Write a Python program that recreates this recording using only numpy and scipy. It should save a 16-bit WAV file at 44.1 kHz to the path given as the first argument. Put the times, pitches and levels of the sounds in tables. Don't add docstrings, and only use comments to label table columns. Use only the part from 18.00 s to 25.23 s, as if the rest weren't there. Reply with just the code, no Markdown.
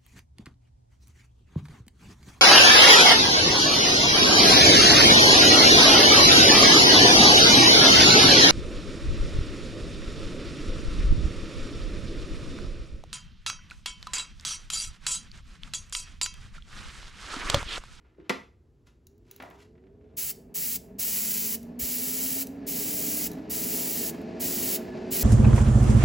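import sys
import numpy as np
from scipy import signal
from scipy.fft import rfft, irfft, next_fast_len
from scipy.io import wavfile

SR = 44100
rng = np.random.default_rng(int(sys.argv[2]) if len(sys.argv) > 2 else 0)


def transcribe(u):
    v = np.clip(np.atleast_2d(u).T, -1, 1)
    q = np.round(v * 32767).astype(np.int16)
    wavfile.write(sys.argv[1], SR, q)


N = 318843
TIME = np.arange(N) / SR
ROOM_T60_S = 0.32
FAN_ON_S, RUN_UP_S, TOP_SHAFT_HZ = .3, 6.0, 181.0

# (frequency [Hz], left minus right [dB])
FAN_BALANCE = [(110, 0), (200, -.8), (380, -2.8), (520, 0), (650, 2.5), (850, 4.5), (1200, .5), (1900, 0)]
# (frequency [Hz], relative level [dB], t60 [s])
PANEL_MODES = [(268, 10, 0.17), (444, 1, 0.12), (870, -7.5, 0.19), (1197, 0.5, 0.17), (1370, -9, .2),
               (1970, 12.5, 0.11), (2470, -7.5, 0.062), (4097, -16, .15)]


def from_db(db):
    return 10 ** (np.asarray(db) / 20)


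def rms_one(x):
    return x / np.sqrt(np.mean(x ** 2) + 1e-20)


def at_hz(points, hz):
    f, value = np.transpose(points)
    return np.interp(np.log(np.maximum(hz, 1)), np.log(f), value)


def bins(size):
    return np.arange(size // 2 + 1) * SR / size


def drift(rate_hz):
    return rms_one(irfft(rfft(rng.standard_normal(N)) / (1 + (bins(N) / rate_hz) ** 2), N))


def low_pass(x, hz):
    return signal.sosfilt(signal.butter(2, min(hz, .45 * SR), fs=SR, output="sos"), x)


def high_pass(x, hz):
    return signal.sosfilt(signal.butter(4, hz, "high", fs=SR, output="sos"), x)


def noise(colour, size=N, width_db=0):
    # (frequency [Hz], side minus mid [dB])
    stereo_width = [(30, -24.5), (80, -17), (160, -27), (300, -15.5), (640, -8.5), (1450, -3), (1800, -5.5),
                    (2100, -45.5), (4500, -54), (6500, -45.5), (15000, -9.5)]
    hz = bins(size)
    mid, side = rfft(rng.standard_normal((2, size)))
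    side = side * from_db(at_hz(stereo_width, hz) + width_db)
    pair = mid + side * [[1], [-1]]
    return rms_one(irfft(pair * from_db(at_hz(colour, hz)), size))


def dying(t60, size):
    return np.exp(-np.log(1000) * TIME[:size] / t60)


def swell(peak_s, rise_s, fade_s, hold_s=0):
    before = np.maximum(peak_s - TIME, 0) / rise_s
    after = np.maximum(TIME - peak_s - hold_s, 0) / fade_s
    return from_db(-60 * (before + after)) + 1e-12


def add(out, s, sound):
    start = max(round(s * SR), 0)
    out[:, start:start + sound.shape[-1]] += sound[..., :N - start]


def taps(events, colour, t60, size=11025):
    out = np.zeros((2, N))
    for s, level_db in events:
        add(out, s, from_db(level_db) * noise(colour, size) * dying(t60, size))
    return out


def ringing(modes, size):
    ring = 0
    for hz, mode_db, t60 in modes:
        sine = np.sin(2 * np.pi * hz * TIME[:size]) * rng.choice([-1, 1])
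        ring = ring + from_db(mode_db) * dying(t60, size) * sine
    return ring


def still_workshop(level_db):
    # (frequency [Hz], relative level [dB per Hz])
    floor_colour = [(20, -27.5), (35, -6), (55, 1.5), (90, 0), (180, -12.5), (400, -12), (600, -28.5),
                    (1200, -35.5), (3000, -43.5), (8000, -48), (16000, -56.5)]
    return from_db(level_db) * noise(floor_colour)


def rubbing(grain_db):
    # (frequency [Hz], relative level [dB per Hz])
    rub_colour = [(200, -5), (800, 1.5), (2700, 1), (4500, -3), (8000, -7), (15000, -13)]
    # (strongest at [s], level before the low-pass [dB], swell [s], fade [s], low-pass [Hz])
    slides = [(.06, -68.5, .5, 0.54, 2230), (.265, -63.5, .35, 0.3, 2810), (.872, -63, 0.043, 0.22, 12000),
              (1.315, -64.5, 0.22, 0.66, 12000), (1.5, -75, 0.55, .6, 12000), (1.63, -66, .6, 0.13, 12200),
              (2.1, -75.5, 0.89, 0.85, 3540)]
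    friction = noise(rub_colour) * from_db(grain_db * drift(60))
    out = 0
    for s, level_db, rise_s, fade_s, low_pass_hz in slides:
        out = out + from_db(level_db) * swell(s, rise_s, fade_s) * low_pass(friction, low_pass_hz)
    return out


def finger_on_switch():
    # (frequency [Hz], relative level [dB per Hz])
    thud_colour = [(60, -33), (150, -10), (260, -1), (330, 3.5), (430, -2), (600, -17), (1500, -26),
                   (5000, -52)]
    thud_s, thud_db = .184, -43.5
    return low_pass(taps([(thud_s, thud_db)], thud_colour, t60=.2), hz=700)


def knocks(clack_t60, ring_db, lowest_hz=165, size=22050):
    # (time [s], relative level [dB], contact brightness [Hz])
    contacts = [(0.1995, -49, 2470), (0.2544, -65, 3970), (0.2948, -16, 12000), (0.297, -12, 3230),
                (0.3027, -5.5, 897), (1.4007, -29, 2380), (1.422, -30.5, 2400), (1.5094, -38, 1900),
                (1.753, -55, 2200), (1.779, -53, 2200), (1.838, -55.5, 2500), (1.8673, -54, 2500),
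                (2.011, -59, 2540)]
    # (frequency [Hz], relative level [dB per Hz])
    clack_colour = [(60, -29.5), (130, -12.5), (220, 5), (380, -4.5), (700, -2.5), (1300, -1.5), (2000, 1),
                    (3000, -3.5), (5000, -7.5), (8000, -13), (15000, -15.5)]
    clack_gain = from_db(at_hz(clack_colour, bins(size)))
    out = np.zeros((2, N))
    for s, level_db, contact_hz in contacts:
        ring = ringing(PANEL_MODES, size)
        burst = rfft(noise(clack_colour, size) * dying(clack_t60, size))
        even_burst = irfft(burst / np.abs(burst) * clack_gain, size)
        clack = even_burst * dying(ROOM_T60_S, size)
        knock = from_db(24) * clack + from_db(ring_db) * ring
        add(out, s, from_db(level_db) * low_pass(knock, contact_hz))
    return high_pass(out, lowest_hz)


def fan_speed(t):
    return 1 - np.exp(-np.maximum(t - FAN_ON_S, 1e-3) / RUN_UP_S)


def booth_lift_db(hz):
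    # (frequency [Hz], width [Hz], lift [dB])
    resonances = [(170.8, 7.3, 8.5), (244.5, 97, 12.5), (333.5, 57, -10.5), (397, 24, 2.5),
                  (422.5, 65, 9.5), (643, 45, 9.5), (1718, 43, 8.5)]
    return sum(lift_db / (1 + (2 * (hz - f) / width) ** 2) for f, width, lift_db in resonances)


def booth_db(hz):
    # (frequency [Hz], relative level [dB per Hz])
    fan_colour = [(25, -40), (50, -16), (110, -14), (170, -10), (300, -9), (520, -14.5), (750, -17),
                  (1200, -28.5), (2600, -27.5), (3300, -36), (4600, -34), (8000, -48.5), (12000, -58.5),
                  (16000, -74)]
    return at_hz(fan_colour, hz) + booth_lift_db(hz)


def fan_air(level_db, gust_db, size=2048):
    # (frequency [Hz], exponent [power of the speed])
    speed_power = [(60, 0.71), (240, 2.37), (420, 2.29), (700, 2.75), (1500, 3.2), (5000, 4.55)]
    hz = bins(N)
    colour = from_db(booth_db(hz) + at_hz(FAN_BALANCE, hz) * [[.5], [-.5]])
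    nearly_white = noise([(20, 0.0097), (20000, 0)])
    air = rms_one(irfft(rfft(nearly_white) * colour, N))
    f, t, frames = signal.stft(air, SR, nperseg=size)
    growth = (fan_speed(t) / fan_speed(TIME[-1])) ** at_hz(speed_power, f)[:, None]
    grown = signal.istft(frames * growth, SR, nperseg=size)[1][:, :N]
    return grown * from_db(level_db + gust_db * drift(22))


def fan_tone(hz, level_db, waver_db):
    gain_db = level_db + waver_db * drift(24) + at_hz(FAN_BALANCE, hz) * [[.5], [-.5]]
    turns = np.cumsum(hz) / SR + rng.random()
    return np.sqrt(2) * from_db(gain_db) * np.sin(2 * np.pi * turns)


def fan_tones(whine_db, count=3):
    # (multiple of the turning rate [ratio], relative level [dB])
    whine = [(5.13, -61.5), (7.17, -57.5), (9.2, -58.5), (11.5, -59), (13.6, -62), (17, -63.5)]
    housing_hz, housing_width_hz = 402, 90
    blade_end_db, blade_growth, blade_coupling = -41, 2.77, .65
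    blade_low_cut_hz = 165
    speed = fan_speed(TIME)
    shaft_hz = TOP_SHAFT_HZ * speed
    blade_hz = count * shaft_hz

    blade_db = blade_end_db + blade_growth * 20 * np.log10(speed / speed[-1])
    blade_db = blade_db + blade_coupling * booth_lift_db(blade_hz)
    blade_db = blade_db - 10 * np.log10(1 + (blade_low_cut_hz / blade_hz) ** 12)
    out = fan_tone(blade_hz + 1.22 * drift(5.6), blade_db, waver_db=1.3)
    for multiple, tone_db in whine:
        hz = multiple * shaft_hz
        off_resonance_db = 20 * np.log10(1 + (2 * (hz - housing_hz) / housing_width_hz) ** 2)
        level_db = tone_db + whine_db - off_resonance_db
        out = out + fan_tone(hz + 2.57 * drift(7.9), level_db, waver_db=0.5)
    return out * np.clip(TIME - FAN_ON_S, 0, 1)


def puffs():
    # (peak time [s], level at the peak [dB], spread of the bell [s])
    bumps = [(0.645, -63, .008), (2.367, -51, 0.0039), (2.788, -53, 0.0055), (3.824, -40, 0.011),
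             (5.512, -44.5, 0.011), (7.14, -41.5, 0.013)]
    # (frequency [Hz], relative level [dB per Hz])
    puff_colour = [(25, -28), (55, 8), (120, -3.5), (250, -14), (700, -26.5), (2000, -54)]
    envelope = 0
    for s, level_db, spread_s in bumps:
        envelope = envelope + from_db(level_db) * np.exp(-.5 * ((TIME - s) / spread_s) ** 2)
    return noise(puff_colour) * envelope


def ticks(tick_t60, ring_db, size=11025):
    # (time [s], level [dB])
    tick_events = [(1.069, -42.5), (1.1798, -62), (1.312, -33), (1.3626, -41.5), (1.425, -45),
                   (1.502, -51.5), (3.63, -42), (4.4695, -30), (5.3158, -33), (5.333, -38), (6.216, -47)]
    # (frequency [Hz], relative level [dB per Hz])
    tick_colour = [(800, -23), (2500, -14), (4200, -2.5), (8000, -4), (12000, 6), (15500, 8)]
    # (frequency [Hz], relative level [dB], t60 [s])
    brush_modes = [(2800, -13, .05), (3910, -6, 0.027), (5920, -2, 0.028), (6700, -2, 0.026)]
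    out = taps(tick_events, tick_colour, tick_t60)
    for s, level_db in tick_events:
        add(out, s, from_db(level_db + ring_db) * ringing(brush_modes, size))
    return out


def scrape(grain_db, slips_per_s, ring_db, size=11025):
    # (frequency [Hz], relative level [dB per Hz])
    scrape_colour = [(100, 2), (250, -1), (750, 11), (1400, -0.5), (2400, -8), (3500, -17), (8000, -21),
                     (15000, -27)]
    start_s, swell_s, length_s, fade_s = 1.402, 0.01, 0.12, .25
    start_db, sag_db_per_s = -48.5, 60
    level_db = start_db - sag_db_per_s * np.clip(TIME - start_s, 0, length_s)
    force = swell(start_s, swell_s, fade_s, length_s) * from_db(level_db + grain_db * drift(70))
    slips = force * (rng.random(N) < slips_per_s / SR) * rng.choice([-1, 1], N)
    ring = signal.fftconvolve(slips, ringing(PANEL_MODES, size))[:N]
    return noise(scrape_colour) * force + from_db(ring_db) * ring


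def trigger(closing_s):
    # (air on [s], air off [s], opening time [s], relative hiss level [dB],
    #         swell from start to end [dB], low hiss relative to the hiss before their gains [dB])
    pulls = [(2.166, 2.31, 0.015, -32, 0, -14), (2.541, 2.762, 0.011, -31, 0.3, -14),
             (2.983, 3.551, 0.014, -29.5, 0.5, -13), (3.789, 4.426, 0.012, -31, -0.3, -13),
             (4.663, 5.27, 0.019, -31, 1, -13), (5.495, 6.097, 0.015, -31.5, -1, -12),
             (6.395, 6.764, 0.018, -30, 3, -11.3), (7.105, 7.3, 0.019, -28, 2, -11)]
    high, low = 0, 0
    for on, off, opening, level_db, swell_db, low_db in pulls:
        opened = np.clip((TIME - on) / opening, 0, 1)
        valve = opened * np.exp(-np.maximum(TIME - off, 0) / closing_s)
        progress = np.clip((TIME - on) / (off - on), 0, 1)
        flow = valve * from_db(level_db + swell_db * (progress - .5))
        high = high + flow
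        low = low + flow * from_db(low_db)
    return high, low


def airbrush(hiss_db, low_db, split_hz, closing_s, spatter_db, tremor_db, bounce):
    # (frequency [Hz], relative level [dB per Hz])
    jet_colour = [(300, -22), (1100, -22), (1600, -19), (2150, -11.5), (2600, -13), (2950, -10),
                  (3400, -15), (4650, -8.5), (6200, -8), (7800, -5), (9000, -6), (10800, -5.5), (12500, -2),
                  (15600, 0)]
    high, low = trigger(closing_s)
    jet = noise(jet_colour, width_db=-15)
    body = irfft(rfft(jet) / (1 + (bins(N) / split_hz) ** 8), N)
    jet = (jet - body) * high * from_db(hiss_db) + body * low * from_db(low_db)
    jet = jet * from_db(spatter_db * drift(120) + tremor_db * drift(6))
    lag_s = .0022 + 0.00014 * drift(1)
    reflection = np.array([np.interp(TIME - lag_s, TIME, channel) for channel in jet])
    return jet + bounce * reflection


def workshop(x, wet_db, size=22050):
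    build_up = np.minimum(TIME[:size] / 0.0047, 1)
    tail = noise([(100, 6), (5000, 6), (16000, -2.0)], size) * dying(ROOM_T60_S, size) * build_up
    tail /= np.sqrt(np.sum(tail ** 2) / 2)
    return x + from_db(wet_db) * signal.fftconvolve(x, tail, axes=1)[:, :N]


def scene():
    slides = rubbing(grain_db=2.6) + scrape(grain_db=3.5, slips_per_s=250, ring_db=-30)
    handling = workshop(finger_on_switch() + slides, wet_db=-8.0)
    panel = workshop(knocks(clack_t60=0.053, ring_db=-34.5), wet_db=-9.0)
    fan = fan_air(level_db=-36.0, gust_db=1.02) + fan_tones(whine_db=-1.0)
    metal = workshop(ticks(tick_t60=0.016, ring_db=-14), wet_db=-10.5)
    jet = airbrush(hiss_db=4.5, low_db=15.5, split_hz=5700, closing_s=0.008,
                   spatter_db=0.73, tremor_db=0.5, bounce=0.21)
    spray = workshop(jet, wet_db=-16.0)
    return fan + spray + panel + metal + handling + puffs() + still_workshop(level_db=-60.5)


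def record(dry):
    # (frequency [Hz], lag of the left [turns])
    port_lag = [(300, 0), (620, -.09), (1100, .05), (1700, 0), (7400, 0), (8750, .5), (9350, .5),
                (10600, 1), (11550, 1), (13100, 1.5), (13550, 1.5), (15100, 2)]
    low_cut_hz, cutoff_hz = 38, 15850
    size = next_fast_len(N + 4096)
    hz = bins(size)
    left_turns = np.interp(hz, *np.transpose(port_lag))
    lag = np.exp(-2j * np.pi * left_turns * [[1], [0]])
    top = 1 / np.sqrt(1 + (hz / cutoff_hz) ** 400)
    return irfft(rfft(high_pass(dry, low_cut_hz), size) * lag * top, size)[:, :N]


dry = scene()
out = record(dry)
transcribe(out)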